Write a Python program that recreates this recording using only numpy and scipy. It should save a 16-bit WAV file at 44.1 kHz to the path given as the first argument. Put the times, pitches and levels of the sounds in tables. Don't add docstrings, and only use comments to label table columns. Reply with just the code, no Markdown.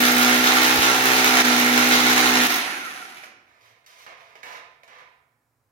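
import sys
import numpy as np
from scipy import signal
from scipy.fft import rfft, irfft, next_fast_len
from scipy.io import wavfile
from scipy.ndimage import map_coordinates

SR = 44100
rng = np.random.default_rng(int(sys.argv[2]) if len(sys.argv) > 2 else 0)


def digitize_waveform(pressure):
    field = np.atleast_2d(pressure).T
    bounded = np.clip(field, -1, 1)
    quanta = np.round(bounded * 32767).astype(np.int16)
    wavfile.write(sys.argv[1], SR, quanta)


N = 251811
TOP_HZ = 15950
UNLOAD_S, LAST_BLOW_S, REST_S = 2.387, 2.55, 3.263


def amp(db):
    return 10 ** (np.asarray(db) / 20)


def unit(x):
    return x / np.sqrt(np.mean(x ** 2) + 1e-20)


def along(points, hz):
    pitches, values = np.transpose(points)
    return np.interp(np.log(hz + 1), np.log(pitches + 1), values)


def clock():
    return np.arange(N) / SR


def fade(start_s, db_per_s):
    return amp(-db_per_s * np.maximum(clock() - start_s, 0))


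def wobble(rate):
    return map_coordinates(rng.standard_normal(int(N * rate / SR) + 4), [clock() * rate])


def filtered(x, response):
    size = next_fast_len(N + SR // 2)
    return irfft(rfft(x, size) * response(np.fft.rfftfreq(size, 1 / SR)), size)[..., :N]


def coloured(x, spectrum, rings=(), size=4096):
    hz = np.fft.rfftfreq(size, 1 / SR)
    power = 1 + sum(amp(db) ** 2 / (1 + (2 * (hz - centre) / width) ** 2) for centre, width, db in rings)
    cepstrum = irfft(np.log(amp(along(spectrum, hz)) * np.sqrt(power) + 1e-6))
    cepstrum[1:size // 2] *= 2
    cepstrum[size // 2 + 1:] = 0
    ring = irfft(np.exp(rfft(cepstrum)))
    return signal.fftconvolve(x, ring / np.linalg.norm(ring))[:N]


def leading(x, lead_ms):
    return filtered(x, lambda hz: np.exp(1j * np.pi * hz * lead_ms / 1000 * np.array([[1], [-1]])))


# pitch_hz, decay_s
ROOM_DECAY = [(125, 0.83), (500, .8), (2000, 0.79), (5000, 0.59), (15000, 0.15)]


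def room(x, wet_db, lead_ms, sway=10, spacing_m=0.15):
    hz, t, noise = signal.stft(rng.standard_normal((2, 2, 3 * SR // 4)), SR, nperseg=256)
    decay_s = along(ROOM_DECAY, hz)[:, None]
    tails = signal.istft(noise * amp(-60 * t / decay_s) / np.sqrt(decay_s), SR, nperseg=256)[1]
    aim = 2 * wobble(sway)
    paths = np.array([[x * np.cos(aim)], [x * np.sin(aim)]])
    paths = np.pad(paths, [(0, 0), (0, 0), (SR // 2, 0)], mode="reflect")
    echo = signal.fftconvolve(paths, tails / np.linalg.norm(tails[0, 0]), axes=2).sum(0)
    echo = echo[:, SR // 2:][:, :N]
    alike = lambda f: np.sinc(2 * f * spacing_m / 343)
    mid, side = filtered(echo, lambda f: np.sqrt(np.array([1 + alike(f), 1 - alike(f)]) / 2))
    wet = amp(wet_db)
    return (leading(x, lead_ms) + wet * np.array([mid + side, mid - side])) / np.hypot(1, wet)


RELEASE_S, DRAG_S, FRICTION_PER_S = 2.435, .73, 20.5
# time_s, turns_per_s
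DRILLING_SPEED = [(0.0, 61.6), (0.25, 61.5), (0.65, 63.4), (0.88, 64.0), (1.08, 63.8), (1.36, 62.7),
                  (1.56, 61.2), (2.26, 62.7), (2.4, 61.9)]


def drilling_speed():
    return np.interp(clock(), *np.transpose(DRILLING_SPEED))


def crank():
    brake = FRICTION_PER_S * DRAG_S
    coasting_s = np.maximum(clock() - RELEASE_S, 0)
    speed = (drilling_speed() + brake) * np.exp(-coasting_s / DRAG_S) - brake
    return np.maximum(speed, 0) * (1 + .003 * wobble(35))


def halvings(speed):
    return np.log2(speed[0] / np.maximum(speed, 1))


def strikes(turns, rebound_db, scatter_db, slop_ms, crush_ms, grit):
    hits = np.flatnonzero(np.diff(np.floor(4 * turns)) > 0)
    is_rebound = np.arange(len(hits)) % 4 > 0
    size, slop = rng.standard_normal((len(hits), 2)).T
    late = slop * slop_ms * np.where(is_rebound, 8, 1) * SR / 1000
    landings = np.clip(hits + np.round(late).astype(int), 0, N - 1)
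    pushes = np.bincount(landings, amp(scatter_db * size + rebound_db * is_rebound), N)
    crush = signal.lfilter([1], [1, -np.exp(-1000 / (crush_ms * SR))], pushes)
    return np.sqrt(1 - grit) * unit(pushes) + np.sqrt(grit) * unit(crush * rng.standard_normal(N))


BLOW_DB, BLOW_SLOWING_DB = -21.5, 17
CLINK_DB, SHALLOW_DB, SINK_S = -31, 4.5, .3
# pitch_hz, level_db
BLOW_COLOUR = [(80, -46), (250, -16.5), (400, -12), (600, -8.5), (1000, -1.5), (1600, -1), (2300, -0.5),
               (3000, -3), (3900, -1.5), (4700, -6), (6600, -5.5), (7600, -19.5), (11000, -16.5),
               (16000, -52.5)]
# pitch_hz, width_hz, boost_db
HOUSING_RINGS = [(754, 37, 6.5), (1384, 79, 6), (1820, 210, 3), (2116, 48, 5)]
# pitch_hz, level_db
CLINK_COLOUR = [(4000, -42), (7000, -17), (8000, 0.5), (10500, -0.5), (13000, 5), (15500, 2.5)]


def hammer(speed, turns):
    blow_db = BLOW_DB - BLOW_SLOWING_DB * halvings(speed)
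    clink_db = CLINK_DB + SHALLOW_DB * np.exp(-clock() / SINK_S)
    bite = amp(1.5 * wobble(35)) * fade(LAST_BLOW_S, 200)
    blows = strikes(turns, rebound_db=-6.5, scatter_db=3, slop_ms=.07, crush_ms=2.2, grit=.48)
    blows = coloured(blows, BLOW_COLOUR, HOUSING_RINGS)
    clinks = strikes(turns, rebound_db=-14, scatter_db=-1, slop_ms=.21, crush_ms=.77, grit=.58)
    clinks = coloured(clinks, CLINK_COLOUR)
    body = room(blows * amp(blow_db) * bite, wet_db=4, lead_ms=.26, sway=5)
    steel = room(clinks * amp(clink_db + wobble(60)) * bite, wet_db=1, lead_ms=.27, sway=19)
    return body + steel


def boom(hz, centre_hz=245.5, width_hz=8.5):
    return 1 / np.hypot(1, 2 * (hz - centre_hz) / width_hz)


HUM_DB, BOOM_DB = -48.5, -24
# multiple_of_blow_rate, level_db (added to HUM_DB)
HUM_TONES = [(1, -10.5), (2, 1), (3, -2.5), (5, 12), (6, 11.5), (7, 10.5), (8, 10), (9, 3), (10, 5),
             (11, 6), (12, 12), (13, 11.5), (14, 10.5)]


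def wall_hum(speed, turns):
    def tone(cycles):
        return np.sqrt(2) * np.sin(2 * np.pi * (cycles + rng.random()) + .096 * wobble(14) + .06 * wobble(60))

    hum = sum(amp(db + 1.5 * wobble(4) + 1.2 * wobble(30)) * tone(k * turns) for k, db in HUM_TONES)
    hum = hum * amp(HUM_DB - BLOW_SLOWING_DB * halvings(speed)) * fade(UNLOAD_S, 70)
    boom_hz = 4 * drilling_speed()
    boom_level = amp(BOOM_DB + .8 * wobble(25)) * boom(boom_hz) * fade(UNLOAD_S, 100)
    return leading(hum + boom_level * tone(np.cumsum(boom_hz) / SR), lead_ms=.18)


RUMBLE_DB, RUMBLE_SLOWING_DB, ROTOR_DB = -39.5, 9, -55.5
JOLT_S, JOLT_WIDTH_S, JOLT_DB = 2.47, .045, 8
# pitch_hz, level_db
RUMBLE_COLOUR = [(20, -34.5), (45, -27), (85, -16), (135, -12), (260, 4.5), (400, 2), (700, -17),
                 (2000, -42.5), (6000, -76.5)]


def wall_rumble(speed, turns):
    jolt_db = JOLT_DB * np.exp(-((clock() - JOLT_S) / JOLT_WIDTH_S) ** 2)
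    level = amp(RUMBLE_DB + jolt_db - RUMBLE_SLOWING_DB * halvings(speed))
    rumble = coloured(rng.standard_normal(N), RUMBLE_COLOUR) * level
    rotor = amp(ROTOR_DB) * boom(12 * speed) * np.sin(2 * np.pi * 12 * turns) * fade(REST_S, 300)
    return room(rumble + rotor, wet_db=-1.5, lead_ms=.23)


MOTOR_DB, MOTOR_SLOWING_DB = -23.5, 9
WHINE_LOADED_DB, WHINE_FREE_DB = -12, -7.5
# multiple_of_crank_speed, level_db
WHINE_TONES = [(24, -8), (48, 0), (72, -2), (96, -8), (120, -5), (144, -12), (192, -13), (288, -19),
               (384, -18), (480, -19), (576, -19)]
# pitch_hz, level_db
WHINE_COLOUR = [(200, -24.5), (580, -18), (760, -10), (1100, -12), (1400, -3), (1900, -1), (3000, -4.5),
                (6000, -4), (8000, -5.5), (11000, 3.5), (16000, -14)]
# pitch_hz, width_hz, boost_db
GEARBOX_RINGS = [(755, 55, 14), (1380, 110, 12), (1950, 200, 3), (10800, 1400, 10)]
# pitch_hz, level_db
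RATTLE_COLOUR = [(100, -37.5), (240, -17.5), (550, -9.5), (900, -5), (1300, -1), (2300, 0.5), (3200, -6),
                 (4800, -9.5), (6400, -9.5), (7700, -21), (9000, -15), (11000, -15), (13500, -19.5),
                 (16000, -29)]
# pitch_hz, width_hz, boost_db
GEAR_RINGS = [(755, 35, 10), (1380, 110, 4), (2230, 150, -2)]


def motor(speed, turns):
    def tone(k):
        blur = (.35 + .005 * k) * wobble(90)
        return np.sin(2 * np.pi * k * turns + blur) * (k * speed < TOP_HZ)

    level = amp(MOTOR_DB - MOTOR_SLOWING_DB * halvings(speed)) * fade(REST_S, 300)
    tones = sum(amp(db + 3.5 * wobble(45)) * tone(k) for k, db in WHINE_TONES)
    whine = coloured(tones, WHINE_COLOUR, GEARBOX_RINGS)
    whine = whine / np.std(whine[clock() > LAST_BLOW_S][:SR // 2])
    whine_db = np.interp(clock() - LAST_BLOW_S, [0, .15], [WHINE_LOADED_DB, WHINE_FREE_DB])
    shaft = np.cos(2 * np.pi * 6 * turns)
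    rattle = unit(rng.standard_normal(N) * amp(5.6 * shaft + 2.4 * wobble(90)))
    gears = room(coloured(rattle, RATTLE_COLOUR, GEAR_RINGS) * level, wet_db=2.5, lead_ms=.29)
    return gears + room(whine * level * amp(whine_db), wet_db=-5, lead_ms=.13)


# pitch_hz, level_db
HUSH_COLOUR = [(20, -28), (45, -19), (62, -6.5), (90, -8.5), (120, -0.5), (160, -16), (250, -11.5),
               (380, -16), (800, -13.5), (1800, -19), (3000, -31), (8000, -28), (16000, -29.5)]


def hush():
    return room(coloured(rng.standard_normal(N), HUSH_COLOUR), wet_db=2, lead_ms=0) * amp(-73)


# time_s, level_db
BUMPS = [(.79, -36)]


def wall_bump():
    swell = sum(amp(db) * np.exp(-np.abs(clock() - time_s) / .0096) for time_s, db in BUMPS)
    deep_noise = coloured(rng.standard_normal(N), [(20, -21), (60, 5), (140, -.5), (400, -37.5)])
    return leading(swell * deep_noise, lead_ms=.23)


# time_s, half_width_s, depth_db
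DIPS = [(1.433, 0.012, 5.5), (2.485, 0.014, 4.5)]


def level_dips():
    dip = lambda time_s, width_s: np.exp(-np.minimum(np.abs(clock() - time_s) / width_s, 10) ** 4)
    return amp(-sum(depth_db * dip(time_s, width_s) for time_s, width_s, depth_db in DIPS))


# pitch_hz, level_db
DULL_COLOUR = [(100, -20.5), (200, -14), (380, -10), (480, -0.5), (1200, -1), (2300, 1), (3200, -8.5),
               (6000, -17), (8000, -30), (16000, -39)]
BRIGHT_COLOUR = [(300, -31), (1200, -9), (2100, 3.5), (4000, 0.5), (6200, 0.5), (7500, -10), (8700, -7.5),
                 (10700, -12), (12500, -8.5), (15500, -16)]
# pitch_hz, width_hz, boost_db
CASING_RINGS = [(437, 30, 2.5), (682, 46, 6.5), (1016, 45, 8), (1220, 49, 5), (1770, 45, 3),
                (2180, 170, -3), (3320, 60, -11), (3750, 170, 3)]


def contact(touches, rough_db):
    dull_force = np.sqrt(sum(force ** 2 * (1 - bright) for force, bright in touches))
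    bright_force = np.sqrt(sum(force ** 2 * bright for force, bright in touches))
    grain = unit(amp(rough_db * wobble(400)))
    dull = coloured(dull_force * grain * rng.standard_normal(N), DULL_COLOUR, CASING_RINGS)
    return dull + coloured(bright_force * grain * rng.standard_normal(N), BRIGHT_COLOUR, CASING_RINGS)


# start_s, level_db, brightness (0 dull knock to 1 bright click)
KNOCKS = [(3.235, -35, .2), (3.844, -52, .02), (3.863, -43, 1), (4.064, -35, .03), (4.205, -48, .15),
          (4.354, -37, .05), (4.431, -30.5, .12), (4.522, -39, .2), (4.834, -43, .15), (4.878, -45, .12),
          (4.985, -47, .2)]


def knocks(decay_s=.008):
    t = clock()
    touches = [(amp(db) * (t >= start_s) * np.exp(-np.abs(t - start_s) / decay_s), bright)
               for start_s, db, bright in KNOCKS]
    return room(contact(touches, rough_db=1), wet_db=2, lead_ms=-.4)


# start_s, end_s, level_db, brightness (0 dull to 1 bright)
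SCRAPES = [(3.465, 3.84, -59.5, .06), (3.605, 3.73, -56.5, 0.37), (3.865, 4, -51, 0.52),
           (3.98, 4.065, -48.5, 0.54), (4.07, 4.144, -44, .01), (4.164, 4.426, -52.5, 0.072),
           (4.442, 4.592, -39.5, 0.1), (4.878, 5.045, -47, .003)]


def scrapes(attack_s=.0052, ease_db_per_s=19, release_s=.021):
    t = clock()
    touches = []
    for start_s, end_s, db, bright in SCRAPES:
        stroke = np.clip(np.minimum((t - start_s) / attack_s, (end_s - t) / release_s), 0, 1)
        touches.append((amp(db) * stroke * fade(start_s, ease_db_per_s), bright))
    return room(contact(touches, rough_db=1.5), wet_db=3.5, lead_ms=-.4)


# pitch_hz, left_minus_right_db
SIDE_BALANCE = [(60, -3.5), (125, -6.5), (250, -1.7), (500, -0.5), (1100, -3.5), (2000, -7), (4000, -1),
                (8000, 1), (13000, 4.5)]


def scene():
    speed = crank()
    turns = np.cumsum(speed) / SR
    drill = hammer(speed, turns) + wall_hum(speed, turns) + wall_rumble(speed, turns)
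    drill = (drill + motor(speed, turns) + wall_bump()) * level_dips()
    handling = (knocks() + scrapes()) * amp([[-1.16], [1.16]])
    mix = drill + handling + hush()
    return filtered(mix, lambda hz: amp(along(SIDE_BALANCE, hz) * np.array([[1], [-1]]) / 2))


def record(dry):
    rounded = dry / (1 + np.abs(dry / .75) ** 6) ** (1 / 6)
    soft_start = np.minimum(clock() / .006, 1)
    return filtered(rounded * soft_start, lambda hz: 1 / (1 + (hz / TOP_HZ) ** 160))


dry = scene()
out = record(dry)
digitize_waveform(out)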